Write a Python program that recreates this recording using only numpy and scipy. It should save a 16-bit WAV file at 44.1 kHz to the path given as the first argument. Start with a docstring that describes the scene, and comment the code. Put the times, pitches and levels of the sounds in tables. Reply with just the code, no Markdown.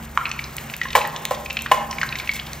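"""Puffed crackers fry in a shallow pan of hot oil in a kitchen, heard close by a pair of microphone ports.
Steam pockets tear the skin with a snap and a crack and ring briefly at a pitch; large bursts ring the pan
and splash oil; droplets spit bright noise ticks, one spray hisses, tongs tinkle once and tiny bubbles ring.
The oil fizzes softly as coloured noise, the room answers with a clumpy tail of echoes,
and far off a slow motor hums as a few wavering harmonics."""
import sys
import numpy as np
from scipy import signal
from scipy.fft import rfft, irfft, next_fast_len
from scipy.io import wavfile

SR = 44100
rng = np.random.default_rng(int(sys.argv[2]) if len(sys.argv) > 2 else 0)


def transcribe(signal):
    """Save signal, clipped to [-1, 1], as a 16-bit WAV file at the path in sys.argv[1]."""
    frames = np.atleast_2d(signal).T
    limited = np.clip(frames, -1, 1)
    pcm = np.round(limited * 32767).astype(np.int16)
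    wavfile.write(sys.argv[1], SR, pcm)


N = 114660
T = np.arange(12000) / SR   # seconds since the start of one short event


def amp(db):
    """Decibels to a factor of amplitude."""
    return 10 ** (np.asarray(db) / 20)


def rms_one(x):
    """Scales a signal to an rms of 1."""
    return x / np.sqrt(np.mean(x ** 2) + 1e-20)


def at_hz(points, hz):
    """Reads a curve of (f/Hz, value) points along log frequency."""
    point_hz, values = np.array(points).T
    return np.interp(np.log(hz), np.log(point_hz), values)


def drift(rate_hz):
    """Slow chance of rms 1: noise through two equal low-pass poles at rate_hz, run on every 40th sample."""
    pole = np.exp(-80 * np.pi * rate_hz / SR)
    noise = rng.standard_normal(N // 40 + 2002)
    slow = signal.lfilter([1], [1, -2 * pole, pole * pole], noise)[2000:]   # drops the settling
    return np.interp(np.arange(N) / 40, np.arange(len(slow)), rms_one(slow))


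def grainy():
    """Noise in uneven millisecond grains."""
    grain_db = 3 * rng.standard_normal(N // 60 + 2)
    return rng.standard_normal(N) * amp(np.interp(np.arange(N) / 60, np.arange(N // 60 + 2), grain_db))


def ring(clicks, hz, t60):
    """A damped resonance: a unit click sets off a sine of height 1 that falls 60 dB in t60 seconds."""
    r = amp(-60 / (max(t60, 1e-3) * SR))
    w = 2 * np.pi * hz / SR
    return signal.lfilter([0, np.sin(w)], [1, -2 * r * np.cos(w), r * r], clicks + 1e-18)


def band(x, low_hz, high_hz):
    """Passes the band between two frequencies."""
    return signal.sosfilt(signal.butter(2, [low_hz, high_hz], "band", fs=SR, output="sos"), x)


def colour(x, spectrum):
    """Weights noise by a spectrum of (f/Hz, level/dB) points."""
    return irfft(rfft(x) * amp(at_hz(spectrum, np.fft.rfftfreq(N, 1 / SR) + 1)), N)


def add(out, start_s, peak_db, sound):
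    """Lays a sound in at a moment with a given peak."""
    i = int(start_s * SR)
    out[i:i + len(sound)] += (amp(peak_db) * sound / np.abs(sound).max())[:N - i]


def motor():
    """A slow motor far off: harmonics of one wandering turning rate, each wavering in level."""
    # harmonics: multiple of the turning rate, level/dB (rms; the two lowest relative to the hum level)
    harmonics = [(2.0, -10), (3.0, -2), (6.0, -48.5), (7.0, -48.5), (10.0, -48.5)]
    # wavering level shared by the two lowest harmonics: t/s, level/dB
    hum_level = [(0, -40), (.13, -38), (.22, -48.5), (.46, -39.5), (.68, -55), (.93, -38.5), (1.18, -55),
                 (1.37, -42), (2.6, -41.5)]
    turning_hz, upper_waver_db = 22.45, 3.5
    turn = 2 * np.pi * np.cumsum(turning_hz * (1 + 0.00419 * drift(1.0))) / SR
    low_db = np.interp(np.arange(N) / SR, *np.transpose(hum_level))
    hum = 0
    for n, (multiple, db) in enumerate(harmonics):
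        level_db = db + (low_db if n < 2 else upper_waver_db * drift(4.7))
        phase = rng.uniform(0, 2 * np.pi)
        hum = hum + np.sqrt(2) * amp(level_db) * np.sin(multiple * turn + phase)
    return hum


def fizz():
    """Fine fizz of the oil and air of the room: noise partly unlike at the two ports; the treble flickers."""
    # relative spectrum of the fizz: f/Hz, level/dB (per Hz)
    fizz_spectrum = [(25, -51), (40, -4), (150, -1), (280, -5.5), (500, -8.5), (800, -5.5), (2100, -10.5),
                     (3200, -19), (4800, -23), (7000, -18), (13000, -20.5), (15700, -19), (16100, -51)]
    # likeness of the two ports: f/Hz, likeness (1 = the same at both)
    fizz_likeness = [(100, .9995), (400, .93), (1500, 0.5), (5000, 1), (9000, 1)]
    fizz_db = -39.5   # rms level about which the fizz wavers
    hz = np.fft.rfftfreq(N, 1 / SR) + 1
    alike = np.clip(at_hz(fizz_likeness, hz), 0, 1)
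    mid, side = rfft(rng.standard_normal((2, N))) * amp(at_hz(fizz_spectrum, hz))
    both = irfft(np.sqrt(1 + alike) * mid + np.sqrt(1 - alike) * side * [[1], [-1]], N)
    flicker = amp(2.6 * drift(34)) - 1
    both = both + band(both, 2600, 20000) * flicker
    return amp(fizz_db + 1.28 * drift(3.7)) * rms_one(both)


def small_bubbles():
    """Faint bubbles burst in random clusters, each ringing a few cycles at one of 16 pitches."""
    median_per_s, smallest_db, ring_cycles = 120, -37, 9.7   # cycles in a fall of 60 dB
    sizes = amp(2.65 * np.minimum(rng.exponential(1, N), 3)) * rng.choice([-1, 1], N)
    born = rng.random(N) < median_per_s * amp(4 * drift(8)) / SR
    pitch_number = rng.integers(0, 16, N)
    bubbles = np.zeros(N)
    for k, hz in enumerate(np.geomspace(1620, 6470, 16)):
        bubbles += ring(sizes * born * (pitch_number == k), hz, ring_cycles / hz)
    return amp(smallest_db) * bubbles


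def ticks():
    """Droplets spit very short bright bursts of noise; dripping oil hisses in one longer grainy spray."""
    # spitting droplets: t/s, level/dB (peak of the upper treble), lower treble level/dB (re that peak)
    droplets = [(0.5673, -11.5, -18), (0.7657, -10.5, -15), (1.075, -15.5, -10), (1.2529, -8.5, 4),
                (1.5289, -15.5, -8), (1.6213, -12, -8), (2.5326, -22, 8.5)]
    # hiss as oil drips back: start t/s, length t/s, level/dB (peak)
    spray = (2.335, 0.041, -20.5)
    tick_t60_s = 0.004
    out = np.zeros(N)
    for start_s, peak_db, lower_db in droplets:
        spit = rng.standard_normal(len(T)) * amp(-60 * T / tick_t60_s)
        add(out, start_s, peak_db, band(spit, 5900, 17900))
        add(out, start_s, peak_db + lower_db, band(spit, 1650, 9600))
    start_s, length_s, peak_db = spray
    shape = np.exp(-(T / length_s) ** 4) * (1 - np.exp(-T / 0.00068))
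    add(out, start_s, peak_db, band(grainy()[:len(T)], 1900, 15000) * shape)
    return out


def tongs():
    """The tongs touch metal lightly: a short grainy scuff sets a few damped modes tinkling."""
    # the touch: t/s, level/dB (peak that the modes refer to)
    touch = (.852, -21.5)
    # modes of the tongs: f/Hz, level/dB (peak re the touch), t60 t/s
    tong_modes = [(1060, -1.5, 0.065), (1790, 3, 0.063), (2896, -6.5, 0.05)]
    start_s, touch_db = touch
    out = np.zeros(N)
    noise = rng.standard_normal((len(tong_modes), len(T)))
    scuffs = noise * np.abs(grainy()[:len(T)]) * T * np.exp(-T / 0.0025)
    for scuff, (hz, mode_db, t60) in zip(scuffs, tong_modes):
        add(out, start_s, touch_db + mode_db, band(ring(scuff, hz, t60), hz / 5.3, hz * 1.6))
    return out


def bursts():
    """Large bursts: a few milliseconds of tearing noise ring the pan's modes; oil splashes in grains."""
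    # bursts: t/s, level/dB (peak of the ringing), length t/s, splash level/dB (re peak),
    # tilt of the pan modes/dB per octave about 1 kHz
    burst_rows = [(0.951, 1, 0.0053, -6.5, 0.5), (1.309, -8, 0.0071, -3.5, -9), (1.714, 1, 0.0055, -5, 0)]
    # modes of the pan: f/Hz, level/dB (relative), t60 t/s
    pan_modes = [(525, -11, 0.05), (593, -7.5, 0.044), (814, -4.5, 0.044), (1001, -1.5, 0.04),
                 (1043, -2.3, 0.057), (1742, -12, 0.045), (2000, -4, 0.011), (2300, -6.5, 0.024),
                 (2930, -10.5, 0.025)]
    # relative spectrum of the splash: f/Hz, level/dB (per Hz)
    splash_spectrum = [(250, -51), (500, 1.5), (1000, -1.5), (3000, -10), (5000, -16.5), (8000, -13.5),
                       (14000, -18.5)]
    splash_t60_s = 0.17
    out, splash = np.zeros(N), colour(grainy(), splash_spectrum)
    splash_shape = amp(-60 * T / splash_t60_s) * (1 - np.exp(-T / 0.00059))
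    for start_s, peak_db, length_s, splash_db, tilt_db in burst_rows:
        shape = np.exp(-(T / length_s) ** 4) * (1 - np.exp(-T / 0.00041))
        rings = np.zeros(len(T))
        for hz, mode_db, t60 in pan_modes:
            tearing = shape * rng.standard_normal(len(T))
            add(rings, 0, mode_db + tilt_db * np.log2(hz / 1000), ring(tearing, hz, t60))
        add(out, start_s, peak_db, band(band(rings, 413, 7000), 324, 9000))
        i = int(start_s * SR)
        add(out, start_s, peak_db + splash_db, splash[i:i + len(T)] * splash_shape)
    return out


def pops():
    """The skin tears in a dry broad snap with a bright crack; the steam pocket rings briefly at its pitch."""
    # steam pockets: t/s, level/dB (peak of the ring), f/Hz, ring t60 t/s, crack level/dB (re that peak)
    pockets = [(0.174, -2.5, 1304, 0.0096, -14), (0.2107, -20, 1360, 0.048, -33),
               (0.2546, -11, 2500, 0.013, -21), (0.2656, -17.5, 2250, 0.0057, -9),
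               (0.2925, -26.5, 5550, 0.0065, -8), (0.3144, -13.5, 2750, 0.004, -5.5),
               (0.391, -15, 2300, 0.016, -21), (0.4401, -26, 4050, 0.0079, 2),
               (0.582, -17.5, 2300, 0.0067, -7.5), (0.6987, -19, 2700, 0.0044, -53),
               (0.738, -15, 2480, 0.0022, -7), (0.8142, -10.5, 1950, 0.019, -7.5),
               (0.8324, -18.5, 2600, .003, -4.5), (0.885, -25.5, 3800, .005, 0),
               (0.9046, -20, 3670, 0.0043, -4), (0.93, -19, 2660, .003, -3),
               (0.9904, -20, 3700, 0.0041, -6), (1.0139, -17, 2600, 0.016, -12),
               (1.05, -13, 1870, 0.01, -16), (1.1614, -19, 3230, 0.005, -1),
               (1.3468, -21.5, 3550, 0.0043, -11), (1.4596, -20.5, 2510, 0.013, -9),
               (1.5001, -19.5, 2760, 0.005, -5), (1.5051, -14, 2690, 0.017, -9.5),
               (1.5688, -10.5, 2460, 0.0077, -12.5), (1.5898, -18.5, 2750, 0.0097, -7),
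               (1.6091, -22.5, 2750, .006, -7), (1.6609, -14, 1660, 0.0033, -10),
               (1.9104, -22, 5620, 0.0096, 0.5), (1.928, -23, 2220, 0.0035, -1.5),
               (1.9838, -16, 2250, 0.01, -14), (2.0139, -10.5, 1940, 0.0077, -7.5),
               (2.0309, -7.5, 1560, 0.0052, -14.5), (2.0901, -20, 4120, 0.0083, -15),
               (2.125, -14.5, 2520, .012, -25), (2.1549, -16, 2130, 0.0062, -6.5),
               (2.1869, -18, 3900, 0.003, -19), (2.1985, -16, 2310, 0.014, -8.5),
               (2.2743, -17, 2610, 0.0078, -13), (2.2919, -7.5, 2232, 0.023, -37),
               (2.3146, -22, 4180, 0.0038, -10), (2.363, -22.5, 2560, 0.0025, -5),
               (2.3929, -20, 2420, 0.0037, -14), (2.3972, -15.5, 3240, 0.0089, -36),
               (2.4672, -24.5, 3336, .004, -8)]
    tear_fall_s, tear_rise_s, tear_db, tear_width = 0.003, 0.00087, -5.5, 1.564   # width: factor each way
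    push_cycles, crack_cycles = 1.12, 12.4   # crack: cycles in a fall of 60 dB
    out, grains = np.zeros(N), np.tile(np.abs(grainy()), 2)
    tear_shape = np.exp(-T / tear_fall_s) * (1 - np.exp(-T / tear_rise_s))
    for start_s, peak_db, hz, t60, crack_db in pockets:
        own_grains = grains[int(start_s * SR) - len(T) // 2:][:len(T)]
        tears = rng.standard_normal((3, len(T))) * own_grains * tear_shape
        cycles = T * hz
        push = np.sin(2 * np.pi * cycles) * cycles * np.exp(-(cycles / push_cycles) ** 2)
        pocket = ring(push + 0.17 * tears[0], hz, t60)
        add(out, start_s, peak_db, band(pocket, hz / 2, hz * 2))
        snap = band(tears[1], hz / tear_width, hz * tear_width)
        add(out, start_s, peak_db + tear_db, band(snap, hz / 2, hz * 2))
        # the crack rings four chance resonances of the crisp shell
        crack = np.zeros(len(T))
        for shell_hz in rng.uniform(2600, 6300, size=4):
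            crack += ring(tears[2], shell_hz, crack_cycles / shell_hz)
        add(out, start_s, peak_db + crack_db, band(crack, 2030, 8800))
    return out


def room(x):
    """A dense noise tail of echoes in uneven clumps, dying band by band; partly unlike at the two ports."""
    # bands of the tail: f/Hz, t60 t/s, level/dB (relative)
    tail_bands = [(275, 2.7, -16), (715, 1.28, -19), (1395, 1.49, -21), (2970, 0.71, -17.5),
                  (6000, 0.76, -20), (13100, 0.64, -24.5)]
    # likeness of the two ports: f/Hz, likeness (1 = the same at both)
    room_likeness = [(300, 0.9), (1000, 0.74), (3000, 1), (9000, 1)]
    t, tail = np.arange(SR) / SR, 0
    white = rng.standard_normal((2, 2, SR))
    for n, (hz, t60, db) in enumerate(tail_bands):
        unlike = np.sqrt(1 - np.clip(at_hz(room_likeness, hz), 0, 1))
        echoes = band(white[n % 2], hz / 1.417, hz * 1.365) * amp(db - 26 - 60 * t / t60)
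        tail = tail + echoes * [[1], [unlike]]
    clumps_db = 2.1 * drift(31)[:SR]
    early_db = 8.9 * np.exp(-t / 0.047)   # the first echoes stand out
    tail = tail * np.clip(t / 0.0025, 0, 1) * amp(clumps_db + early_db)
    mid, side = signal.fftconvolve(x[None], tail, axes=1)[:, :N]
    return mid + side * [[1], [-1]]


def scene():
    """The frying and its echo in the room, over the fizz and the far motor."""
    pan = small_bubbles() + ticks() + tongs() + bursts() + pops()
    return motor() + fizz() + room(pan) + pan


def record(dry):
    """The two ports hear the treble out of step and differ in balance; peaks clip; the top is cut."""
    # phase by which the left port leads: f/Hz, phase/rad
    port_phase = [(30, 0.0084), (1500, 0.05), (2600, 0.46), (5000, 0.84), (9100, 2.34), (10200, 3.32),
                  (11300, 3.62), (13100, 5.65), (16000, 9)]
    # left port over right: f/Hz, level/dB
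    port_balance = [(150, 0), (700, -1.2), (2500, .3)]
    cutoff_hz = 16900
    size = next_fast_len(N + 2048)
    hz = np.fft.rfftfreq(size, 1 / SR) + 1
    # each port takes half of the difference
    half = amp(at_hz(port_balance, hz) / 2) * np.exp(0.5j * at_hz(port_phase, hz))
    ports = irfft(rfft(dry, size) * [half, 1 / half], size)[:, :N]
    top_cut = signal.cheby2(12, 60, cutoff_hz, fs=SR, output="sos")
    return signal.sosfilt(top_cut, np.clip(ports, -1, 1))


dry = scene()
out = record(dry)
transcribe(out)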